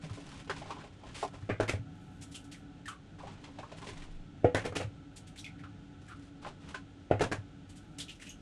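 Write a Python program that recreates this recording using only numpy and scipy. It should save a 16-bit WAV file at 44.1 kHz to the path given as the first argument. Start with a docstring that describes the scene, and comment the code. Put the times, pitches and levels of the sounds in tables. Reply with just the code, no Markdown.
"""Over room air and a quiet appliance hum, three eggs in turn rustle and bump out of their pack,
noise-like crinkles and short resonant tocks, with soft low thumps. Each is knocked on a plastic bowl's rim:
thud, clack, decaying bowl modes and counter boom. The shell caves in as runs of tiny fractures,
crackles faintly as it is pried, then snaps apart with small hollow notes; a small kitchen echoes the clicks."""
import sys
import numpy as np
from scipy import signal
from scipy.fft import rfft, irfft, next_fast_len
from scipy.io import wavfile
from scipy.ndimage import map_coordinates

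SR = 44100
rng = np.random.default_rng(int(sys.argv[2]) if len(sys.argv) > 2 else 0)


def unload_audio(sound):
    """Save the sound as a 16-bit wav file, at the path given as the first command line argument."""
    columns = np.transpose(np.atleast_2d(sound))
    # keep every value between -1 and 1, then stretch to whole-number steps
    steps = np.round(np.clip(columns, -1, 1) * 32767)
    wavfile.write(sys.argv[1], SR, steps.astype(np.int16))


N = 370881
SIZE = 16384  # samples in one short sound
T = np.arange(SIZE) / SR
HZ = np.fft.rfftfreq(SIZE, 1 / SR)
GRIP_S, RELEASE_T60_S = 0.011, 0.21
# Levels in the tables are relative: the *_db arguments of each function add to them.


def amp(db):
    """Decibels to gain."""
    return 10 ** (np.asarray(db) / 20)


def unit(x):
    """Scale to rms 1."""
    return x / np.sqrt(np.mean(x ** 2) + 1e-20)


def sized(x):
    """Scale a short sound to the energy of one millisecond at rms 1."""
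    return x / np.linalg.norm(x) * np.sqrt(SR / 1000)


def along(points, hz):
    """(Hz, value) points read on a log axis."""
    f, v = np.transpose(points)
    return np.interp(np.log(hz + 1), np.log(f), v)


def swell(s, length_s, rise_s):
    """Gain of one movement: builds up from time s, holds, dies away."""
    t = np.arange(N) / SR - s
    return np.clip(t / rise_s, 0, 1) * amp(-60 * np.maximum(t - length_s, 0) / RELEASE_T60_S)


def wobble(rate_hz):
    """Smooth random curve, rate_hz knots a second."""
    knots = rng.standard_normal(int(N * rate_hz / SR) + 4)
    return map_coordinates(knots, [np.arange(N) * rate_hz / SR])


def filtered(x, response):
    """x times a response of frequency."""
    m = next_fast_len(N + SIZE)
    return irfft(rfft(x, m) * response(np.fft.rfftfreq(m, 1 / SR)), m)[:N]


def noise(response):
    """Coloured noise of rms 1."""
    return unit(filtered(rng.standard_normal(N), response))


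def peak(f, hz, width_hz):
    """Gain of one resonance."""
    return np.abs(f * width_hz / (hz ** 2 - f ** 2 + 1j * f * width_hz))


def pulse(gain):
    """Minimum-phase pulse with this spectrum, by folding its cepstrum."""
    cepstrum = irfft(np.log(np.maximum(gain / gain.max(), 1e-6)))
    cepstrum[1:SIZE // 2] *= 2
    cepstrum[SIZE // 2 + 1:] = 0
    return sized(irfft(np.exp(rfft(cepstrum))))


def through(x, y):
    """Convolve two short sounds."""
    return signal.fftconvolve(x, y)[:SIZE]


def coloured(snaps, gain, ripple_db=4, ripple_hz=2200):
    """Snaps ring a body of this spectrum; each spot struck has mild middle resonances of its own."""
    knots = rng.standard_normal(int(SR / 2 / 110) + 4)  # one per 110 Hz
    ripple = np.tanh(unit(map_coordinates(knots, [HZ / 110])))
    spot_gain = amp(ripple_db * ripple * peak(HZ, ripple_hz, 2 * ripple_hz))
    return sized(through(snaps, pulse(gain * spot_gain)))


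def crumble(length_s, spread_db, count=14, start_db=-6, build_s=0.012):
    """A running crack: tiny snaps of uneven size and spacing that build up as it spreads; energy 1."""
    when_s = (np.arange(count) + rng.random(count)) / count * length_s
    size_db = spread_db * rng.standard_normal(count) + start_db * np.exp(-when_s / build_s)
    sizes = amp(size_db) * rng.choice([-1, 1], count)
    train = np.bincount(np.minimum((when_s * SR).astype(int), SIZE - 1), sizes, SIZE)
    return train / np.linalg.norm(train)


def crackle(rate, echo_db=8, t60=0.2):
    """Random tiny snaps, rate a second, a few larger than the rest, in their own diffuse echo; rms 1."""
    hits = (rng.random(N) < rate / SR) * rng.choice([-1, 1], N)
    snaps = hits * amp(-16 * rng.random(N)) / np.sqrt(rate)
    echo_power = signal.fftconvolve(snaps ** 2, amp(-60 * T / t60) ** 2)[:N]
    echo = rng.standard_normal(N) * np.sqrt(np.abs(echo_power))
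    return unit(unit(snaps) + amp(echo_db) * unit(echo))


def room(snaps, wet_db, t60, near_db=-1, near_t60=0.15, gap_s=0.00049, dull_hz=10800):
    """Snaps with diffuse echoes: quick ones off wall and hood, then the kitchen's tail."""
    tail = unit(amp(-60 * T / t60)) ** 2
    near = unit(amp(-60 * T / near_t60)) ** 2 * amp(2 * near_db)
    fade = (tail + near) * (1 - np.exp(-(T / gap_s) ** 2))
    # echoes of different snaps add in power
    echo = rng.standard_normal(SIZE) * np.sqrt(np.abs(through(snaps ** 2, fade)))
    # the walls swallow the highest treble
    echo = signal.lfilter(*signal.butter(5, dull_hz, fs=SR), echo / np.linalg.norm(echo))
    return snaps / np.linalg.norm(snaps) + amp(wet_db) * echo


def add(track, s, sound):
    """Mix a sound in at time s."""
    part = track[max(round(s * SR), 0):][:len(sound)]
    part += sound[:len(part)]


# Colour of the room air. 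Each row: frequency in Hz, relative level in dB.
AIR_COLOUR = [(20, -34), (38, -4), (156, -6), (229, -11.5), (286, -6), (340, -14), (520, -20), (800, -22.5),
              (1000, -31), (1200, -30), (1400, -28), (2000, -30.5), (3300, -29), (4800, -38.5),
              (7000, -40.5), (10000, -50.5), (12000, -87)]
# Appliance resonances. Each row: frequency in Hz, width in Hz before narrowing, relative level in dB.
HUM_MODES = [(97.2, 15.5, -1), (162.7, 79, -6), (282.5, 26.3, -2.5), (747, 28, -19), (845, 33, -22),
             (1326, 68, -22), (1475, 110, -25), (1710, 42, -30.5)]
DRAUGHT_S, DRAUGHT_LENGTH_S, DRAUGHT_RISE_S, DRAUGHT_DB = 3.88, 0.34, 0.3, -41.5


def background(air_db=-55.0, hum_db=-54.0, drift_db=1.9, flutter_db=0.4, narrowing=0.72):
    """Noise shaped into room air, the appliance's fuzzy hum and one puff of air on the microphone."""
    air = noise(lambda f: amp(along(AIR_COLOUR, f)))
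    hum = noise(lambda f: sum(amp(db) * peak(f, hz, narrowing * width_hz) ** 2
                              for hz, width_hz, db in HUM_MODES))
    rumble = noise(lambda f: peak(f, 18.6, 22) ** 2)
    air_level = amp(air_db + flutter_db * wobble(19))
    hum_level = amp(hum_db + drift_db * wobble(4.4))
    puff = amp(DRAUGHT_DB) * swell(DRAUGHT_S, DRAUGHT_LENGTH_S, DRAUGHT_RISE_S)
    return air_level * air + hum_level * hum + puff * rumble


# The pack's own resonances. Each row: frequency in Hz, width in Hz, relative level in dB.
TRAY_MODES = [(397.5, 42, 0.5), (594, 120, -6.5), (826, 105, -6), (1040, 53, -1.5)]


def tray(f):
    """Gain of the hollow pack: its resonances summed."""
    return sum(amp(db) * peak(f, hz, width_hz) for hz, width_hz, db in TRAY_MODES)


# Strokes of the hand on the pack. Each row: start in seconds, length in seconds, rub in dB, crinkle in dB.
STROKES = [(0.009, 0.42, -57, -59.5), (0.524, 0.1, -52.5, -60.5), (0.634, 0.21, -53.5, -66),
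           (0.862, 0.21, -60.5, -76), (1.043, 0.13, -56, -67), (1.142, 0.1, -67, -50.5),
           (1.329, 0.15, -57.5, -70), (3.182, 0.17, -53, -69), (3.373, 0.4, -58.5, -74),
           (3.766, 0.17, -55.5, -58), (3.954, 0.15, -60.5, -64), (5.995, 0.28, -82, -70),
           (6.416, 0.071, -51.5, -64), (6.599, 0.13, -56.5, -72), (6.678, 0.038, -63, -66.5)]
# Colours of rub and crinkle. Each row: frequency in Hz, relative level in dB.
RUB_COLOUR = [(150, 15), (450, -2.5), (1000, -0.5), (1700, -4), (3200, -4), (5000, -11.5), (8000, -16.5),
              (12000, -53)]
CRINKLE_COLOUR = [(500, 0), (2500, 3), (5000, -1.5), (8000, -5), (10000, -8.5), (11500, -25), (13000, -65)]
# single crinkles in a light stroke merge into a swish in the hardest
CRINKLE_BASE_PER_S, CRINKLE_EXTRA_PER_S = 120, 1400


def rustle(rub_db=0, crinkle_db=1, grip_db=-0.34, tray_db=0):
    """The pack slides under the fingers in small jerks: a hollow rub with bright crinkles."""
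    rub_level = sum(amp(db) * swell(s, length_s, GRIP_S) for s, length_s, db, _ in STROKES)
    crinkle_level = sum(amp(db) * swell(s, length_s, GRIP_S) for s, length_s, _, db in STROKES)
    rub = unit(filtered(crackle(rate=130, echo_db=18.0),
                        lambda f: amp(along(RUB_COLOUR, f)) * (1 + amp(tray_db) * tray(f))))
    rate = CRINKLE_BASE_PER_S + CRINKLE_EXTRA_PER_S * (crinkle_level / crinkle_level.max()) ** 4
    crinkle = unit(filtered(crackle(rate, echo_db=5, t60=0.16), lambda f: amp(along(CRINKLE_COLOUR, f))))
    both = amp(rub_db) * rub_level * rub + amp(crinkle_db) * crinkle_level * crinkle
    return amp(grip_db * wobble(45)) * both


BOOM_RISE_S = 0.0037  # the counter takes a moment to start swinging


def boom(hz, t60=0.17):
    """A low, soft-edged ring of the counter, slightly detuned at random."""
    tone = np.sin(2 * np.pi * hz * rng.uniform(0.9, 1.065) * T)
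    return amp(-60 * T / t60) * (1 - np.exp(-T / BOOM_RISE_S)) * tone


# Soft thumps on counter and floor. Each row: start in seconds, level in dB, pitch in Hz before detuning.
THUMPS = [(0.034, -37.5, 152.5), (0.108, -34, 105), (1.426, -37.5, 110.5), (1.737, -29, 97.6),
          (1.793, -33.5, 115), (4.695, -40.5, 105), (4.845, -33.5, 114), (4.872, -38, 100),
          (7.227, -34, 133), (7.383, -37.5, 97)]


def thumps(gain_db=5):
    """Soft pushes that only stir a low resonance."""
    out = np.zeros(N)
    for s, db, hz in THUMPS:
        add(out, s, amp(db + gain_db) * boom(hz, t60=0.15))
    return out


JOSTLE_PER_S, JOSTLE_DB, JOSTLE_HZ, JOSTLE_TICK_DB = 12, -3.5, 835, -3  # JOSTLE_DB is re the rub


def jostles(spread_db=4.5, spread_octaves=0.64, count=6):
    """Eggs shift at random all through each stroke, on average louder the harder the pack is rubbed."""
    rows = []
    for s, length_s, rub_db, _ in STROKES:
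        delays_s = (np.arange(count) + rng.random(count)) / JOSTLE_PER_S
        for delay_s, (size, pitch) in zip(delays_s, rng.standard_normal((count, 2))):
            if delay_s < length_s:
                db = rub_db + JOSTLE_DB + spread_db * size
                hz = JOSTLE_HZ * 2 ** (spread_octaves * pitch)
                rows.append((s + delay_s, db, hz, JOSTLE_TICK_DB))
    return rows


# Whole eggs bump in the pack. Each row: start in seconds, level in dB, pitch in Hz, tick trim in dB.
BUMPS = [(0.037, -45.5, 490, -2.5), (0.096, -49, 1210, -8), (0.173, -44.5, 590, -10), (.208, -56, 795, 0.5),
         (0.318, -52, 1370, 1.5), (.345, -55, 1000, -1), (.392, -57, 600, 5.5), (0.473, -48.5, 393, -2.5),
         (0.4965, -29, 1500, -7.5), (.507, -43, 1610, -4), (.562, -50, 890, 5), (.574, -51, 900, -10),
         (0.617, -40.5, 794, -8.5), (.657, -46.5, 686, -8), (.696, -44, 800, -8), (0.705, -35, 980, -7.5),
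         (.717, -46, 1140, -7), (.768, -45, 990, -25), (0.837, -45.5, 680, -7), (1.034, -46, 773, -10),
         (1.228, -26, 770, -21), (1.34, -46, 568, -7.5), (3.201, -45, 1040, -23), (3.233, -41, 570, -24),
         (3.269, -43.5, 888, -9), (3.439, -52, 1017, 5.5), (3.476, -51, 520, -20), (3.586, -40, 696, -6.5),
         (3.631, -41, 1080, -19), (3.717, -42, 636, -6.5), (3.784, -54, 915, -4), (3.823, -43.5, 1070, -8),
         (3.868, -45, 516, 1.5), (3.887, -42.5, 435, -2.5), (3.97, -61.5, 900, 11.5),
         (4.018, -61, 1000, 12), (6.449, -39, 1260, -29), (6.464, -37.5, 610, -11),
         (6.744, -34.5, 1453, -6.5)]
# Colour of the scuff. Each row: frequency in Hz, relative level in dB.
TICK_COLOUR = [(200, -36), (800, 7.5), (2500, 18.5), (4000, 12), (7000, 4.5), (10000, -2), (12000, -41),
               (15000, -100)]


def bumps(body_db=8, tick_db=7, tray_db=-2):
    """A whole egg gives a short tock that rings the pack, with a scuff on top."""
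    out = np.zeros(N)
    for s, db, hz, bright_db in BUMPS + jostles():
        body = peak(HZ, hz, 0.35 * hz) ** 2 + amp(tray_db) * tray(HZ) ** 2
        tock = coloured(room(signal.unit_impulse(SIZE), wet_db=8.5, t60=0.11), body)
        scrape = room(crumble(0.0035, spread_db=6.0, count=10), wet_db=11.0, t60=0.16)
        scuff = coloured(scrape, amp(along(TICK_COLOUR, HZ)))
        add(out, s, amp(db) * (amp(body_db) * tock + amp(tick_db + bright_db) * scuff))
    return out


# Bowl modes. Each row: frequency in Hz, relative level in dB before random spread, t60 in seconds.
BOWL_MODES = [(269, 3.5, 0.094), (413, 4.5, 0.091), (491.5, -0.5, 0.19), (534.4, -5, 0.2), (633, -5, 0.16),
              (692, -8.5, 0.16), (753, -7.5, .16), (838, -5, 0.18), (1190, -19, .15), (1280, -17, 0.18),
              (1760, -25, .12), (2160, -21, 0.22), (2400, -30, .15)]
RING_RISE_S = 0.004
SPOT_DB, SPOT_WIDTH_HZ = 10, 26  # the mode that moves most at the struck spot rings louder


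def bowl_ring(spot_hz):
    """Decaying sines, one per bowl mode, favouring those near spot_hz."""
    ring = np.zeros(SIZE)
    for hz, mode_db, t60 in BOWL_MODES:
        db = mode_db + SPOT_DB * peak(hz, spot_hz, SPOT_WIDTH_HZ) + rng.normal(0, 1.5)
        ring += amp(db - 60 * T / t60) * np.sin(2 * np.pi * hz * T + rng.uniform(0, 2 * np.pi))
    return ring * (1 - np.exp(-T / RING_RISE_S))


# Egg meets rim. Each row: start in seconds, blow level in dB, then trims in dB for clack, counter boom
# and ring, and the frequency in Hz at which this spot of the rim rings most.
KNOCKS = [(1.4919, -34, -2, 5, -18, 412), (1.498, -27.5, -1.5, 1, -14, 412),
          (1.6, -22.5, -29, -1.5, -11.5, 637), (1.695, -30, -5, -8, -20, 412),
          (1.737, -34.5, -12, 2, -15, 637), (4.435, -43, -14, -5, -19, 490),
          (4.445, -13.5, -16.5, -18, -15.5, 490), (4.5468, -20.5, -21, -7, -15, 546),
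          (4.657, -32.5, -22, 1, -12.5, 490), (4.723, -39.5, -10, -1, -14, 490),
          (4.766, -31, -7, -3, -20, 412), (4.802, -37.5, -26, 8, -4.5, 546),
          (7.103, -42, -8, -14, -17, 412), (7.1117, -15, -13.5, -3, -15, 700),
          (7.196, -40, 3, -4, -18, 546), (7.208, -25.5, -31, 0, -18, 412), (7.24, -38, -14, -2, -15, 546),
          (7.315, -32.5, -11, 0, -17, 637)]
# Colours of thud and clack. Each row: frequency in Hz, relative level in dB.
THUD_COLOUR = [(30, -44.5), (100, 7.5), (160, -2), (205, -15.5), (280, 1), (400, -2), (560, -0.5),
               (720, -0.5), (950, -23.5), (1500, -42), (4000, -78), (9000, -114)]
CLACK_COLOUR = [(300, 8.5), (900, -7.5), (1400, 0), (2300, -3), (3100, -11.5), (4500, -24.5), (9000, -33),
                (12000, -72), (16000, -102)]
# Near walls throw each thud back. Each row: shortest delay in seconds, level in dB.
WALLS = [(0.011, -17.5), (.024, -20), (.037, -19)]
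LEAD_IN_S, LEAD_IN_DB = 0.002, -20.5  # a faint copy of the thud 2 ms before each blow


def knocks(thud_db=7, clack_db=8, boom_db=-6):
    """Each blow pushes the rim, clacks the hard shell, rings the bowl briefly and shakes the counter."""
    out = np.zeros(N)
    contact = signal.unit_impulse(SIZE)
    push = amp(along(THUD_COLOUR, HZ))
    for s, db, hard_db, low_db, ring_db, spot_hz in KNOCKS:
        ring = amp(ring_db) * bowl_ring(spot_hz)
        thud = coloured(room(contact, wet_db=-14.5, t60=0.34), push)
        clack = coloured(room(contact, wet_db=12.5, t60=0.23), amp(along(CLACK_COLOUR, HZ)))
        shake = boom(hz=104.5, t60=0.34)
        blow = amp(db + thud_db) * pulse(push)
        add(out, s - LEAD_IN_S, amp(LEAD_IN_DB) * blow)
        for delay_s, wall_db in WALLS:
            add(out, s + delay_s * rng.uniform(1.0, 1.1), amp(wall_db) * blow)
        hit = amp(thud_db) * thud + amp(clack_db + hard_db) * clack + ring + amp(boom_db + low_db) * shake
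        add(out, s, amp(db) * hit)
    return out


# Shell breaks on the rim. Each row: start in seconds, level in dB, treble tilt in dB (reached at 3 kHz),
# length in seconds, shell resonance in Hz, its height in dB, later crumbling in dB re level.
CRACKS = [(1.6, -28, -11, 0.0017, 1450, 10, -4), (1.603, -23, -8, 0.0067, 1400, 8, -7),
          (1.679, -25, -2, .016, 2050, 13, -16), (1.694, -26, 6, 0.0039, 2250, 12.5, -14),
          (1.729, -39.5, -3, 0.0089, 2200, 15, -5.5), (4.547, -22.5, -3.5, 0.0025, 1500, 9.5, -13),
          (4.552, -22, -8.5, 0.0066, 1960, 16, -10), (4.568, -32, 2, 0.0047, 1500, 11, -17),
          (4.591, -33, -6.5, .01, 2400, 10, -6), (4.641, -31, -13, .012, 2000, 6, -8),
          (4.65, -28, -2.5, .018, 2230, 6.5, -20), (4.724, -34.5, -13, 0.004, 1300, 9, -21),
          (4.753, -27.5, -1, 0.011, 2500, 9, -23), (4.762, -27.5, 3, 0.0098, 2860, 5, -22),
          (4.797, -35.5, -5, .008, 2430, 16, -5.5), (4.806, -33, -3.5, 0.013, 2430, 11, -9),
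          (7.1945, -34, -4, .0045, 2000, 11, -12), (7.208, -25.5, -10, .003, 1380, 8, -10),
          (7.211, -17.5, -8, .015, 1750, 2.5, -6), (7.3157, -29, -10.5, 0.0026, 1510, 6, -27),
          (7.32, -24.5, -6.5, .005, 1660, 11.5, -32), (7.325, -27, -4, .007, 1460, 6, -35)]
CRUMBLE_S, CRUMBLE_LENGTH_S = 0.023, 0.011  # delay and length of the dent's spreading
DENT_PITCH = 1.07  # the spreading dent breaks smaller, higher flakes


def breaks():
    """Every break of the shell, and the weaker crumbling as its dent spreads."""
    rows = [row[:-1] for row in CRACKS]
    for s, db, treble_db, _, hz, shell_db, later_db in CRACKS:
        rows.append((s + CRUMBLE_S, db + later_db, treble_db, CRUMBLE_LENGTH_S, hz * DENT_PITCH, shell_db))
    return rows


# Colour of the fractures. Each row: frequency in Hz, relative level in dB.
FRACTURE_COLOUR = [(150, 3.5), (600, 3), (1000, -2), (1600, -2), (2400, -6), (3300, -7), (4800, -10.5),
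                   (6500, -10.5), (9800, -15), (12000, -30), (15000, -50)]


def cracks(gain_db=3.5, shell_width=0.22):
    """The shell caves in as a quick run of tiny fractures that ring its wall."""
    out = np.zeros(N)
    for s, db, treble_db, length_s, hz, shell_db in breaks():
        tilt_db = treble_db * 2 * HZ / (HZ + 3000)
        colour_db = along(FRACTURE_COLOUR, HZ) + tilt_db + shell_db * peak(HZ, hz, shell_width * hz)
        run = crumble(length_s, spread_db=4, count=36, start_db=-7.0, build_s=0.21 * length_s)
        fractures = room(run, wet_db=-0.5, t60=0.16)
        add(out, s, amp(db + gain_db) * coloured(fractures, amp(colour_db)))
    return out


# Thumbs work into the cracked shell. Each row: start in seconds, length in seconds, level in dB.
PRYING = [(1.885, 0.72, -77.5), (5.116, .34, -88), (7.674, 0.78, -81)]
# Colour of splinters, here and in shells(). Each row: frequency in Hz, relative level in dB.
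SPLINTER_COLOUR = [(300, 3), (1200, 0.5), (3000, 8), (5000, 6), (8000, 10), (10000, 5), (12000, -2.5),
                   (14000, -14), (15000, -57)]


def prying(rate=140):
    """Tiny splinters give way under the thumbs while the halves are worked apart."""
    effort = sum(amp(db) * swell(s, length_s, GRIP_S) for s, length_s, db in PRYING)
    return effort * unit(filtered(crackle(rate, echo_db=5), lambda f: amp(along(SPLINTER_COLOUR, f))))


# Shell halves snap and touch. Each row: start in seconds, level in dB, cavity in Hz,
# its width as a share of that Hz, splinter trim in dB, length in seconds.
SHELLS = [(2.21, -59, 4430, .9, 15.5, .02), (2.312, -64, 3700, .7, 15, .013),
          (2.342, -40.5, 3020, 0.26, -1.5, .018), (2.441, -63.5, 4000, .6, 7, .004),
          (2.514, -45.5, 2800, 0.89, -3, .014), (2.54, -49.5, 1940, 0.51, -7, .0071),
          (2.856, -41, 1770, 0.12, -10, .0042), (2.879, -33.5, 1280, 0.21, -8.5, 0.00407),
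          (2.88, -43.5, 3110, .14, -13, .004), (2.896, -43, 1180, 0.13, -25, .006),
          (2.911, -48, 1520, 0.13, -19, .005), (2.922, -47, 1135, 0.083, -24, .006),
          (5.159, -61, 3300, .8, 16.5, .012), (5.268, -54, 2840, 0.73, 0.5, .011),
          (5.359, -50.5, 2280, 0.47, -4, .0031), (5.375, -42, 3750, 0.27, -6, .016),
          (5.392, -48.5, 5640, 0.15, -2, .005), (5.443, -39.5, 2470, 0.16, -23, .004),
          (5.446, -44.5, 3400, 0.21, -19, .004), (5.462, -41.5, 2170, 0.15, -22, .005),
          (5.586, -51.5, 1940, 0.44, -16, .015), (5.636, -42, 1284, 0.22, -28, .0047),
          (6.079, -50, 1750, .35, -5.5, .01), (6.092, -40.5, 1300, 0.19, -23, .035),
          (7.691, -58.5, 3030, 0.59, 5.5, .011), (7.754, -62.5, 3500, .6, 11, .02),
          (7.984, -44.5, 3700, 1, 5, .0031), (7.998, -35.5, 3440, 0.25, -5, .006),
          (8.005, -39, 3750, .45, -5, .006), (8.082, -44, 2750, 0.25, -21, .004),
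          (8.092, -39, 2900, .36, -17, .006), (8.109, -51, 3070, 0.52, -3, .01),
          (8.154, -61, 5760, 0.36, -8, .004), (8.197, -50.5, 2020, .35, -6, .004),
          (8.21, -47.5, 2780, 0.19, -4, .014), (8.221, -45, 1980, 0.61, -5, .005),
          (8.248, -52, 2880, .25, -3, .012), (8.267, -43.5, 2620, .35, -9.5, .006),
          (8.293, -43.5, 6460, 0.12, -20, .004), (8.296, -46.5, 2940, 0.21, -5, .012)]
SETTLE_S, SETTLE_DB, SETTLE_PITCH, SETTLE_DULL_DB = 0.014, -18.5, 0.91, -14


def touches():
    """Every snap of the halves, and the touch with which they settle into each other."""
    rows = list(SHELLS)
    for s, db, hz, width, bright_db, length_s in SHELLS:
        rows.append((s + SETTLE_S, db + SETTLE_DB, hz * SETTLE_PITCH, width,
                     bright_db + SETTLE_DULL_DB, length_s))
    return rows


TONE_DB, TONE_WIDTH, TONE_T60_S = -9, 0.12, 0.17  # hollows wider than TONE_WIDTH ring less clearly
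TONE_SAG, TONE_SAG_S, TONE_RISE_S = 0.045, 0.0088, 0.0015  # starts sharp by this share, then sinks


def note(hz):
    """The clear ring of the shell's hollow, sinking onto its pitch as the halves close."""
    pitch_hz = hz * (1 + TONE_SAG * np.exp(-T / TONE_SAG_S))
    envelope = amp(-60 * T / TONE_T60_S) * (1 - np.exp(-T / TONE_RISE_S))
    return sized(np.sin(2 * np.pi * np.cumsum(pitch_hz) / SR) * envelope)


def shells(cavity_db=5.5, splinter_db=6):
    """Splinters snap off and ring the shell's hollow; the narrower it is, the clearer its sinking note."""
    out = np.zeros(N)
    for s, db, hz, width, bright_db, length_s in touches():
        cavity = peak(HZ, hz, width * hz) ** 2 + amp(-21.5) * peak(HZ, 2.0 * hz, 1.4 * hz) ** 2
        cavity /= np.sqrt(1 + (0.48 * hz / (HZ + 1)) ** 10)  # little radiates below the resonance
        snaps = crumble(length_s, spread_db=0.5, count=9)
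        hollow = coloured(room(snaps, wet_db=5, t60=0.16), cavity, ripple_db=1.5)
        crisp = coloured(room(snaps, wet_db=17, t60=0.15), amp(along(SPLINTER_COLOUR, HZ)))
        tone = amp(TONE_DB) * min(TONE_WIDTH / width, 1) ** 2 * note(hz)
        snap = amp(cavity_db) * (hollow + tone) + amp(splinter_db + bright_db) * crisp
        add(out, s, amp(db) * snap)
    return out


def scene():
    """Everything at the counter, in mono."""
    pack = rustle() + thumps() + bumps()
    eggs = knocks() + cracks() + prying() + shells()
    return (background() + pack + eggs)[None]


def record(dry, top_hz=14700):
    """The microphone keeps nothing above its band limit."""
    return np.array([filtered(channel, lambda f: f < top_hz) for channel in dry])


dry = scene()
out = record(dry)
unload_audio(out)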